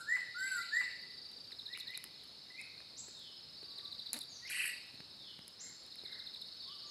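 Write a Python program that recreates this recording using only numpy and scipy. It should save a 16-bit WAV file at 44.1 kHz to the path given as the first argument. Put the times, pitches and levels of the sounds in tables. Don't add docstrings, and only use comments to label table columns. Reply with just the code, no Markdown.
import sys
import numpy as np
from scipy import signal
from scipy.io import wavfile
from scipy.ndimage import uniform_filter1d

SR = 44100
rng = np.random.default_rng(int(sys.argv[2]) if len(sys.argv) > 2 else 0)


def amplitude_ratio(level_db):
    exponent = np.asarray(level_db, float) / 20
    return 10 ** exponent


def generate_wav(signal):
    frames = np.transpose(np.atleast_2d(signal))
    scaled = np.clip(frames, -1, 1) * 32767
    pcm = np.round(scaled).astype(np.int16)
    wavfile.write(sys.argv[1], SR, pcm)


N = 304290
LEAD = SR // 4

# (share of length [0-1], pitch against top [ratio], level [dB])
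ARCH_SHAPE = [(0, .865, -13), (.1, .92, -4), (.18, .96, -4.5), (.31, 0.98, 1), (.48, 1., -2),
              (.62, 0.98, 0), (.74, 0.94, -2), (.96, .86, -2.5), (1, 0.85, -22)]
DROP_SHAPE = [(0, 0.98, 16), (.35, .6, -4.5), (1, 0.322, -16.5)]
LIFT_SHAPE = [(0, 0.922, -5), (.6, 1., -2.5), (1, 1., -2)]
STEP_SHAPE = [(0, .945, 2), (.28, 0.96, -6), (.65, .99, 4), (.75, .995, -8), (.86, 1., 8), (1, 1.01, 8)]
HOOK_SHAPE = [(0, 0.678, 9.5), (.28, .92, -4), (.55, 1., -5.5), (.75, .93, -9), (1, 0.67, -8)]
PEAK_SHAPE = [(0, .89, -13), (.45, .93, -3), (.7, 1., 0.), (1, 0.79, 4.5)]
FLICK_SHAPE = [(0, .65, 3), (.4, .79, -9.5), (1, 0.96, -8.5)]
SWOOP_SHAPE = [(0, 0.95, -5.5), (.32, .865, 0), (.62, .735, -5), (1, .69, -15)]
ZIP_SHAPE = [(0, .68, -10.5), (.32, 0.96, 0), (.6, 1., -6.5), (1, 0.94, -34)]
SLIDE_SHAPE = [(0, 0.98, 0.), (.5, .89, -0.83), (1, .78, -2)]
FLAT_SHAPE = [(0, 1.005, -4), (.4, .995, -3.5), (1, 1., -3)]
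HUMP_SHAPE = [(0, .84, -8), (.36, 0.91, 0.5), (.62, 1, -1.5), (1, 0.91, -9)]
PIP_SHAPE = [(0, 0.866, -10), (.25, 0.98, -2.5), (.5, .92, -1), (.75, .76, -3), (1, 0.53, -11)]
# (start [s], length [s], top pitch [Hz], level [dB])
ARCHES = [
    (-.28, 0.24, 1574, -41),
    (.345, .27, 1579, -39.5),
]
DROPS = [
    (.163, 0.0198, 1994, -50.5),
    (0.807, 0.0189, 2060, -47.5),
]
LIFTS = [
    (4.449, 0.0182, 2120, -46),
]
STEPS = [
    (2.502, .098, 2104, -54.5),
]
HOOKS = [
    (1.748, 0.028, 2970, -47.5),
    (1.936, 0.028, 3100, -51),
    (4.477, 0.018, 3070, -50),
]
PEAKS = [
    (2.566, .046, 2615, -47.5),
]
FLICKS = [
    (.163, 0.011, 3430, -48),
    (.472, 0.0075, 3050, -41),
    (.628, 0.013, 3320, -47),
    (.806, 0.0116, 3117, -41),
    (.86, 0.042, 3040, -53),
]
CLIMBS = [
    (4.46, .04, 7600, -49.5),
]
SWOOPS = [
    (2.06, 0.29, 4010, -69.5),
    (3.109, 0.22, 4186, -56.5),
    (5.16, .2, 4090, -56),
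    (6.6, 0.16, 4104, -56),
]
ZIPS = [
    (2.966, .06, 7783, -44.5),
    (5.59, .065, 7560, -45),
]
SLIDES = [
    (4.29, .08, 6990, -57.5),
    (6.862, .07, 6950, -59.5),
]
FLATS = [
    (3.66, 0.145, 1135, -69.5),
    (3.825, 0.073, 1155, -63.5),
    (6.835, 0.061, 1175, -65),
    (2.59, 0.071, 10400, -69),
]
HUMPS = [
    (6.651, 0.13, 1220, -64),
]
# (end [s], length [s], top pitch [Hz], climb in last 0.1 s [Hz], level [dB])
WHISTLES = [
    (.164, 0.097, 2025, 421, -33),
    (.812, .1, 2017, 389.5, -34),
]
ANSWERS = [
    (.472, 0.062, 2048, 940, -44),
    (.628, 0.064, 2018, 830, -46),
    (4.443, 0.0243, 1920, 1500, -58.5),
]
LEAD_INS = [
    (1.748, .082, 1990, 704, -51.5),
    (1.933, .085, 2033, 656, -49),
]
# (climb bend [exponent], swell [dB], swell bend [exponent])
FIRM = (1.8, -24, 4.9)
EAGER = (1.8, -26, 9.3)
QUICK = (2.91, -16, 4.4)
SHY = (2.3, -25, 2.8)
# (time [s], top pitch [Hz], dive depth [Hz], level [dB])
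TRILL = [(4.485, 3335, 1530, -50), (4.5, 3335, 2016, -39.5), (4.53, 3326, 2149, -37.5),
         (4.56, 3180, 2058, -38.5), (4.6, 3128, 1961, -38), (4.65, 3085, 2060, -38),
         (4.68, 2993, 2084, -43.5), (4.7, 2930, 2010, -47)]
# (frequency [Hz], gain [dB])
TRILL_COLOUR = [(1000, -20), (1500, -5.5), (2000, 2.5), (2300, -5), (2650, 2.5), (3050, -7.5), (3400, -14)]
# (frequency [Hz], level [dB])
OVERTONES = [(2500, -21), (5000, -65), (6300, -30), (7300, -16.5), (8300, -34.5), (9500, -35), (11300, -41),
             (13000, -38), (15500, -51)]
ARCH_OVERTONES = [(2500, -21.5), (5000, -30), (6300, -33), (7500, -10), (9300, -32), (11000, -23),
                  (12600, -28), (14000, -42)]
TRILL_OVERTONES = [(3000, -37.5), (5500, -24), (6800, -30), (8400, -9), (9900, -19.5), (11300, -8),
                   (13000, -52), (15500, -30)]
CHIRP_OVERTONES = [(6500, -38), (8500, -35), (10500, -28), (12000, -36), (13500, -43), (15500, -55)]
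# (first [s], last [s], full level [dB], opening under full [dB], slowing [s])
CHIRP_BOUTS = [
    (0.622, 0.915, -46.5, -2, 0.),
    (1.115, 1.456, -51, 0, 0.0008),
    (1.5284, 1.956, -37.5, -4, 0.0029),
    (3.57, 3.716, -45.5, -7, 0),
    (3.789, 4.2174, -38, -1, .0033),
    (5.927, 6.424, -39.5, -7, 0.0088),
    (6.572, 6.752, -52, 1, 0.0093),
]
# (time [s], pitch [Hz], level [dB])
CHIRP = [(-.013, 4453, -4.5), (-.009, 4182, -5.5), (-.003, 3998, 0), (.0005, 3800, 1), (.006, 3400, -16)]
# (first [s], last [s], pips [count], length [s], first pitch [Hz], last pitch [Hz])
PIP_RUNS = [
    (5.606, 5.742, 6, .016, 2230, 2100),
    (6.042, 6.266, 8, .028, 2280, 2120),
]
# (level [dB]), (fade [dB])
PIP_DB = [-63.5, -60.5]
PIP_FADE_DB = [-5, -6]
# (time [s], peak above 6 kHz [dB], peak at 1-3 kHz [dB])
TICKS = [(1.316, -51, -62), (1.509, -65, -49), (1.52, -58, -45), (1.531, -70, -52), (1.775, -40, -39.5),
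         (1.9752, -31, -39.5), (2.0408, -37, -37.5), (2.235, -56, -58), (2.804, -64, -45),
         (3.0843, -51, -52.5), (3.194, -50, -75), (3.631, -56, -52.5), (3.785, -50.5, -73),
         (3.796, -77, -52), (4.1315, -18, -50), (4.1897, -28, -68.5), (4.475, -47, -49), (4.947, -67, -53),
         (5.005, -69, -47.5), (5.3907, -58, -48.5), (5.4801, -39.5, -59), (5.65, -52, -57),
         (5.864, -50, -69.5), (6.048, -55, -57.5), (6.118, -55, -76), (6.4163, -50, -79), (5.957, -48, -54),
         (6.36, -70, -51)]
# (frequency [Hz], width [Hz], level [dB])
SNAP = [(5100, 810, -3), (7900, 5000, -5.5), (10500, 2840, 4), (13300, 1700, -32)]
# (time [s], peak [dB], ring [Hz])
CRACKLES = [(1.0171, -56, 10700), (1.907, -50, 11200), (2.0405, -36.5, 10900), (2.613, -42.5, 8900),
            (4.455, -60, 11500), (4.475, -47, 10800), (4.868, -60, 11900), (4.947, -58, 10500),
            (1.783, -50, 11000), (1.787, -46, 8920), (1.796, -50, 11000), (1.8, -44, 6840),
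            (1.8, -50, 11500), (1.807, -47, 10900), (1.812, -53, 11500), (2.075, -61, 10000),
            (2.238, -54, 10500), (2.242, -56, 11200), (2.246, -62, 10500), (2.2775, -56, 11000),
            (2.523, -61, 9000), (2.592, -61, 11000), (4.209, -43, 10000), (4.2145, -41, 10000),
            (4.2167, -43, 9500), (4.229, -49, 8700), (4.236, -51, 11500), (5.505, -63, 11000),
            (5.669, -58, 10500), (5.696, -57, 10800), (5.8355, -56, 10600), (6.039, -59, 11600),
            (6.187, -59, 8630), (6.374, -58, 8620), (6.474, -59.5, 11180), (6.798, -62, 9130)]
# (time [s], slip rate [1/s], level [dB])
CREAK = [(4.13, 196, -37), (4.145, 254, -35.5), (4.155, 218, -45), (4.162, 280, -41), (4.167, 316, -38),
         (4.178, 290, -45), (4.186, 250, -51)]
# (time [s], peak [dB], ring [Hz])
KNOCKS = [
    (2.053, -54, 330),
    (3.083, -50, 393),
    (3.629, -48, 397),
    (3.789, -54, 382),
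    (4.141, -68, 253),
    (4.942, -48, 155),
    (5.003, -45, 158),
    (5.391, -46.5, 160.7),
    (6.036, -47, 382),
]
# (start [s], end [s], first stroke [s], level [dB])
CRICKET_LOW = [
    (0.335, 1.537, 0.39, -55),
    (3.556, 4.837, 3.569, -55.5),
    (6.584, 6.95, 6.6, -55.5),
]
# (start [s], loudest [s], level [dB])
CRICKET_HIGH = [
    (-0.5, 1, -59.5),
    (0.75, 0.2, -56),
    (0.9, 1, -59.5),
    (3, 3.4, -56.5),
    (4.15, 4, -55),
    (4.5, 7, -56.5),
    (6.66, 7.5, -60.5),
]
# (time [s], strokes so far [count])
BEATS = [(0.0, -0.48), (1.0, 16.65), (3.0, 53.15), (3.75, 66.72), (4.05, 71.6), (4.2, 74.76), (4.5, 80.17),
         (5.1, 90.85), (5.4, 96.55), (6.9, 123.88)]
# (frequency [Hz], width [Hz], level [dB])
THIN_LINES = [(5062, 256, -64.5), (4590, 190, -79), (5400, 56, -81), (8700, 69, -85), (10500, 25, -101)]
# (time [s], level [dB])
CHORUS = [(0.0, -55.5), (0.69, -49), (1.31, -57.5), (1.58, -62), (1.81, -55), (2.71, -54), (3.9, -55),
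          (4.38, -55.5), (4.59, -51.5), (4.84, -55.5), (5.23, -53.5), (5.44, -59), (5.77, -55.5),
          (6.55, -51), (6.9, -51.5)]
# (frequency [Hz], density [dB per Hz])
AIR = [(25, -11), (50, -13), (90, 1), (200, -0.5), (500, -4.5), (1000, -8.5), (2500, -10), (3300, -7.5),
       (5600, -14.5), (7000, -17.5), (11500, -20.5), (13500, -29.5), (16000, -34)]
# (frequency [Hz], t60 [s])
FOREST = [(500, 0.11), (2000, 0.78), (4000, 0.97), (8000, 0.53), (14000, 0.51)]


def silence():
    return np.zeros(N + LEAD)


def clock():
    return (np.arange(N + LEAD) - LEAD) / SR


def evened(x):
    return x / np.sqrt(np.mean(x ** 2) + 1e-20)


def read(points, hz):
    f, value = np.transpose(points)
    return np.interp(np.log(hz + 1), np.log(f + 1), value)


def curves(rows):
    s, *columns = np.transpose(rows)
    t = np.arange(s[0], s[-1], 1 / SR)
    return [t] + [np.interp(t, s, c) for c in columns]


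def add(mix, s, sound):
    part = mix[max(round(s * SR) + LEAD, 0):][:len(sound)]
    part += sound[:len(part)]


def smooth(x, span):
    return uniform_filter1d(uniform_filter1d(x, int(span)), int(span))


def wander(size, span):
    return evened(smooth(rng.standard_normal(size), span))


def butter(x, order, hz, kind):
    return signal.sosfilt(signal.butter(order, hz, kind, fs=SR, output="sos"), x)


def resonate(x, hz, width_hz):
    r = np.exp(-np.pi * width_hz / SR)
    return 2 * signal.lfilter([1 - r], [1, -r * np.exp(2j * np.pi * hz / SR)], x).real


def resonate_twice(x, hz, width_hz):
    return resonate(resonate(x, hz, width_hz), hz, width_hz)


def hiss_bands(bands):
    hiss = rng.standard_normal(N + LEAD)
    return sum(amplitude_ratio(db) * evened(resonate_twice(hiss, hz, width_hz)) for hz, width_hz, db in bands)


def voice(hz, level_db, overtones, effort=0., edge_s=0.0013, grain=70):
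    turn = 2 * np.pi * np.cumsum(hz) / SR
    rough = .6 + wander(len(hz), grain) * min(70 / grain, 1) ** .5
    above = 0
    for k in range(2, 10):
        above = above + amplitude_ratio(read(overtones, k * hz)) * (k * hz < 16000) * np.sin(k * turn)
    tone = np.sin(turn) + above * rough * amplitude_ratio(effort * (level_db + 26.0))
    count = np.arange(len(hz))
    ends = np.minimum(count, count[::-1]) / (edge_s * SR)
    return np.sqrt(2) * amplitude_ratio(level_db) * tone * np.minimum(ends, 1)


def sing(notes, overtones, effort, grain=70):
    out = silence()
    for rows in notes:
        t, hz, level_db = curves(rows)
        add(out, t[0], voice(hz, level_db, overtones, effort, grain=grain))
    return out


def calls(shape, rows):
    return [[(s + share * length, hz * ratio, db + under_db) for share, ratio, under_db in shape]
            for s, length, hz, db in rows]


def whistles(rows, climb_bend, swell_db, swell_bend):
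    left = np.linspace(1, 0, num=16)
    tire_db = -2.5 * (1 - left) ** 4
    notes = []
    for end, length, top_hz, climb_hz, db in rows:
        hz = top_hz - climb_hz * (left * length * 10) ** climb_bend
        level_db = db + swell_db * left ** swell_bend + tire_db
        notes.append(np.transpose([end - left * length, hz, level_db]))
    return notes


def branches(x, early_db, t60_s, gap_s=.002, low_hz=300, high_hz=15000):
    t = np.arange(SR // 8) / SR
    sparse = rng.standard_normal(len(t)) * (rng.random(len(t)) < 900 / SR)
    taps = sparse * amplitude_ratio(-60 * t / t60_s) * (t > gap_s)
    thin = butter(x, 2, [low_hz, high_hz], "band")
    return x + amplitude_ratio(early_db) * signal.oaconvolve(thin, taps / np.linalg.norm(taps))[:len(x)]


def near_whistler():
    notes = whistles(WHISTLES[:1], *FIRM) + whistles(WHISTLES[1:], *EAGER) + whistles(ANSWERS, *QUICK)
    notes += calls(DROP_SHAPE, DROPS) + calls(LIFT_SHAPE, LIFTS)
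    near = branches(sing(notes, OVERTONES, 0.41, 117), -5.5, 0.21)
    return branches(near, 3.6, 0.33, .002, 6300, 14500)


def arched_whistler():
    arch = branches(sing(calls(ARCH_SHAPE, ARCHES), ARCH_OVERTONES, 0.23, 210), -11.5, 0.16)
    return branches(arch, 2.6, 0.34, .002, 5700, 13000)


def hidden_whistler():
    notes = whistles(LEAD_INS, *SHY) + calls(STEP_SHAPE, STEPS) + calls(HOOK_SHAPE, HOOKS)
    notes += calls(PEAK_SHAPE, PEAKS)
    return amplitude_ratio(-3) * branches(sing(notes, OVERTONES, 0.3), -6.5, 0.18)


def trill_voice():
    out = silence()
    t, top_hz, dive_hz, level_db = curves(TRILL)
    turn = 2 * np.pi * (27.6 * (t - t[0]) + .43)
    dive = np.cos((turn + .5 * np.cos(turn)) / 2) ** 2
    quiver = 0.117 * np.cos(3 * turn + 0.82 * wander(len(t), 272))
    hz = top_hz * (1 + 0.0252 * wander(len(t), 206)) - dive_hz * np.clip(dive + quiver, 0, 1.05)
    level_db = level_db + read(TRILL_COLOUR, hz * 0.98) + 1.7 * wander(len(t), 48)
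    add(out, t[0], voice(hz, level_db, TRILL_OVERTONES, 0.051))
    return out


def trilling_bird():
    beak_s, beak_opens_s = 4.5, 0.11
    throat_hz, throat_width_hz, throat_db = 2620, 310, 7.5
    trill = branches(trill_voice(), 4.6, 0.24, .002, 1750, 7500)
    trill = branches(trill, 7.5, 0.19, .001, 7500, 13000)
    beak = np.clip((clock() - beak_s) / beak_opens_s, 0, 1)
    return amplitude_ratio(-8.0) * (trill + amplitude_ratio(throat_db) * beak * resonate(trill, throat_hz, throat_width_hz))


def chirp_times():
    gap_s, opening_s = .0714, 0.11
    rows = []
    for first, last, db, opening_db, slowing_s in CHIRP_BOUTS:
        s = np.linspace(first, last, num=round((last - first) / gap_s) + 1)
        s = s - slowing_s * np.sin(np.pi * (s - first) / (last - first))
        rows += zip(s, db + opening_db * np.clip(1 - (s - first) / opening_s, 0, 1))
    return rows


def chirping_bird():
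    out = silence()
    t, hz, shape_db = curves(CHIRP)
    for (s, db), (pitch, beat) in zip(chirp_times(), rng.random((60, 2))):
        flutter = 1 + 0.41 * np.cos(2 * np.pi * (430 * t + beat)) * np.clip(-t / 0.0016, 0, 1)
        note = voice(hz * (.99 + .02 * pitch), db + shape_db - 5.0, CHIRP_OVERTONES, -0.24, 0.0014)
        add(out, s + t[0], flutter * note)
    return branches(out, -6.5, 0.087, .011)


def low_birds():
    return sing(calls(FLAT_SHAPE, FLATS) + calls(HUMP_SHAPE, HUMPS), OVERTONES, .8)


def far_birds():
    notes = calls(FLICK_SHAPE, FLICKS + CLIMBS) + calls(SWOOP_SHAPE, SWOOPS)
    notes += calls(ZIP_SHAPE, ZIPS) + calls(SLIDE_SHAPE, SLIDES)
    return sing(notes, OVERTONES, 1.0)


def far_trill():
    slip_s, slip_db, slip_hz = .002, 1.5, 50
    rows = []
    for run, db, fade_db in zip(PIP_RUNS, PIP_DB, PIP_FADE_DB):
        first, last, count, length, first_hz, last_hz = run
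        share = np.linspace(0, 1, num=count)
        late, lean, loud = rng.standard_normal((count, 3)).T
        s = first + (last - first) * share + slip_s * late
        hz = first_hz + (last_hz - first_hz) * share + slip_hz * lean
        level_db = db + fade_db * (2 * share - .8) ** 2 + slip_db * loud
        rows += zip(s, length + 0 * share, hz, level_db)
    return branches(sing(calls(PIP_SHAPE, rows), TRILL_OVERTONES, 0.46), 0.5, 0.14)


def splinters(events):
    high, middle = np.zeros((len(SNAP), N + LEAD)), silence()
    t = np.arange(300) / SR
    for s, high_db, middle_db in events:
        burst = 0.25 * rng.standard_normal(300) * amplitude_ratio(-60 * t / 0.0064) + (t == 0)
        for band, lean in zip(high, rng.standard_normal(len(SNAP))):
            add(band, s, amplitude_ratio(high_db + 1.1 * lean) * burst)
        add(middle, s, amplitude_ratio(middle_db) * burst)
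    snap = sum(amplitude_ratio(db + 10) * resonate_twice(band, hz, w) for band, (hz, w, db) in zip(high, SNAP))
    snap = butter(snap, 3, 13000, "low")
    body = resonate(resonate(middle, 1900, 1620), 1770, 2000)
    return snap + amplitude_ratio(20.0) * butter(body, 2, 1100, "high")


def creak():
    out = silence()
    t, per_s, slip_db = curves(CREAK)
    slipped = np.diff(np.floor(np.cumsum(per_s) / SR), prepend=0) > 0
    flex = np.sin(np.pi * (t - t[0]) / (t[-1] - t[0])) ** 0.42
    push = slipped * flex
    hum = resonate(push, 240, 85) + 0.46 * resonate(push, 590, 500)
    add(out, t[0], amplitude_ratio(-55) * evened(hum))
    return out + splinters([(s, db, db - 9.5) for s, db in zip(t[slipped], slip_db[slipped])])


def crackles():
    out, t = silence(), np.arange(400) / SR
    for (s, db, hz), noise in zip(CRACKLES, rng.standard_normal((60, 400))):
        burst = 0.22 * noise * amplitude_ratio(-60 * t / 0.017) + (t == 0)
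        ring = resonate_twice(burst, hz, 2600)
        add(out, s, amplitude_ratio(db) * ring / abs(ring).max())
    return out


def knocks():
    out, t = silence(), np.arange(2000) / SR
    for s, db, hz in KNOCKS:
        add(out, s, amplitude_ratio(db - 60 * t / 0.027) * np.sin(2 * np.pi * hz * t + 1.7))
    return out


def cricket(t, level_db, strokes, hz, duty, fuzz, soft):
    gate = smooth(1. * (strokes % 1 < duty), soft)
    droop_hz = 60.2 * (strokes % 1 / duty - .5)
    turn = 2 * np.pi * np.cumsum((hz - droop_hz) * (1 + fuzz * wander(len(t), 110.0))) / SR
    out = silence()
    add(out, t[0], amplitude_ratio(level_db) * evened(gate * (np.sin(turn) + amplitude_ratio(-32) * np.sin(2 * turn))))
    return out


def low_cricket():
    edge_s, edge_db = 0.03, -7
    warm_hz, warm_s = 63.8, 0.0756
    out = silence()
    for start, end, first_s, db in CRICKET_LOW:
        t = np.arange(start, end, 1 / SR)
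        level_db = db + edge_db * np.clip(1 - np.minimum(t - start, end - t) / edge_s, 0, 1)
        hz = 4640 - warm_hz * (t < start + warm_s)
        out += cricket(t, level_db, 26.7 * (t - first_s), hz, 0.49, 0.003, 130)
    return out


def phrases(t):
    hush_db, wake_db, sag_db = -25, -7.5, -4
    wake_s, rest_s = 0.11, 0.46
    rows = []
    for (start, top, db), (end, *_) in zip(CRICKET_HIGH, CRICKET_HIGH[1:] + [(8,)]):
        rows += [(start, db + hush_db), (start + wake_s, db + wake_db)]
        rows += [(top, db), (end - rest_s, db + sag_db)]
    return np.interp(t, *np.transpose(rows))


def high_crickets():
    t, strokes = curves(BEATS)
    n = len(t)
    strokes = strokes + 0.23 + 0.014 * wander(n, 2800)
    level_db = phrases(t) - 4.5
    out = cricket(t, level_db + 0.63 * wander(n, 1500), strokes, 5125, 0.5, 0.003, 200)
    out += cricket(t, level_db - 11 + 2.4 * wander(n, 8700), 1.1 * strokes + .5, 5090, 0.62, 0.0054, 200)
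    far_strokes = 1.4 * strokes + .06 * wander(n, 4000)
    return out + cricket(t, -80 + 2.8 * wander(n, 9000), far_strokes, 5440, 0.39, 0.00397, 300)


def chorus():
    t, level_db = curves(CHORUS)
    out, ring_s = np.zeros(N), np.arange(500) / SR
    shape = ring_s / .0025 * np.exp(-ring_s / 0.0017)
    for hz in np.linspace(3650, 4620, num=11):
        clicks = (rng.random(N) < 260 / SR) * amplitude_ratio(1.07 * rng.exponential(1, N))
        clicks = clicks * amplitude_ratio(0.5 * wander(N, 3100))
        ring = shape * np.sin(2 * np.pi * hz * ring_s)
        out += amplitude_ratio(-6 * ((hz - 4250) / 600) ** 2) * signal.oaconvolve(clicks, ring)[:N]
    return evened(out) * amplitude_ratio(np.resize(level_db, N) - 2.0)


def katydid():
    t = clock()
    bursts = uniform_filter1d(1. * ((14.3 * (t - 6.185)) % 1 < .4), 300) * np.clip((t - 5.9) / 0.2, 0, 1)
    return bursts * hiss_bands([(13400, 1100, -84), (8700, 600, -78.0)])


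def air():
    a, b, patches = rng.standard_normal((N // 256 + 5, 513, 3)).T
    patches = evened(uniform_filter1d(uniform_filter1d(patches, 14, 0), 10, 1))
    colour_db = read(AIR, np.fft.rfftfreq(1024, 1 / SR))[:, None]
    z = (a + 1j * b) * amplitude_ratio(colour_db + 1.15 * patches)
    return amplitude_ratio(-64) * evened(signal.istft(z, nperseg=1024, noverlap=768)[1][:N])


def forest(x, gap_s):
    taps, at = np.zeros(3 * SR // 2), np.arange(int(gap_s * SR), SR, 20)
    taps[at + rng.integers(0, 20, len(at))] = rng.choice([-1., 1.], len(at))
    hz, t, z = signal.stft(taps, SR, nperseg=256)
    tail = signal.istft(z * amplitude_ratio(-60 * t / read(FOREST, hz)[:, None]), SR, nperseg=256)[1]
    return signal.fftconvolve(x, tail / np.linalg.norm(tail))[:len(x)]


def scene():
    near, arch, hidden = near_whistler(), arched_whistler(), hidden_whistler()
    trill, falling, low = trilling_bird(), chirping_bird(), low_birds()
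    far, pips = far_birds(), far_trill()
    close = splinters(TICKS) + creak() + crackles() + knocks()
    crickets = low_cricket() + high_crickets()

    sent = amplitude_ratio(-6.5) * near + amplitude_ratio(-6.5) * arch + amplitude_ratio(-4.0) * hidden
    sent += amplitude_ratio(-10.5) * trill + amplitude_ratio(-13.5) * falling + amplitude_ratio(-7.0) * low
    sent += amplitude_ratio(-14) * pips + amplitude_ratio(-19.0) * close + amplitude_ratio(-12) * crickets
    wet = forest(sent, .004) + amplitude_ratio(0.5) * forest(far, .002)

    mix = near + arch + hidden + trill + falling + low + amplitude_ratio(-8.0) * far + pips
    mix += close + crickets + hiss_bands(THIN_LINES) + katydid() + wet
    return (mix[LEAD:] + chorus() + air())[None]


def low_pass(x):
    return signal.sosfilt(signal.butter(12, 15850, fs=SR, output="sos"), x)


def record(dry):
    cut = butter(dry, 3, 55, "high")
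    return low_pass(cut)


dry = scene()
out = record(dry)
generate_wav(out)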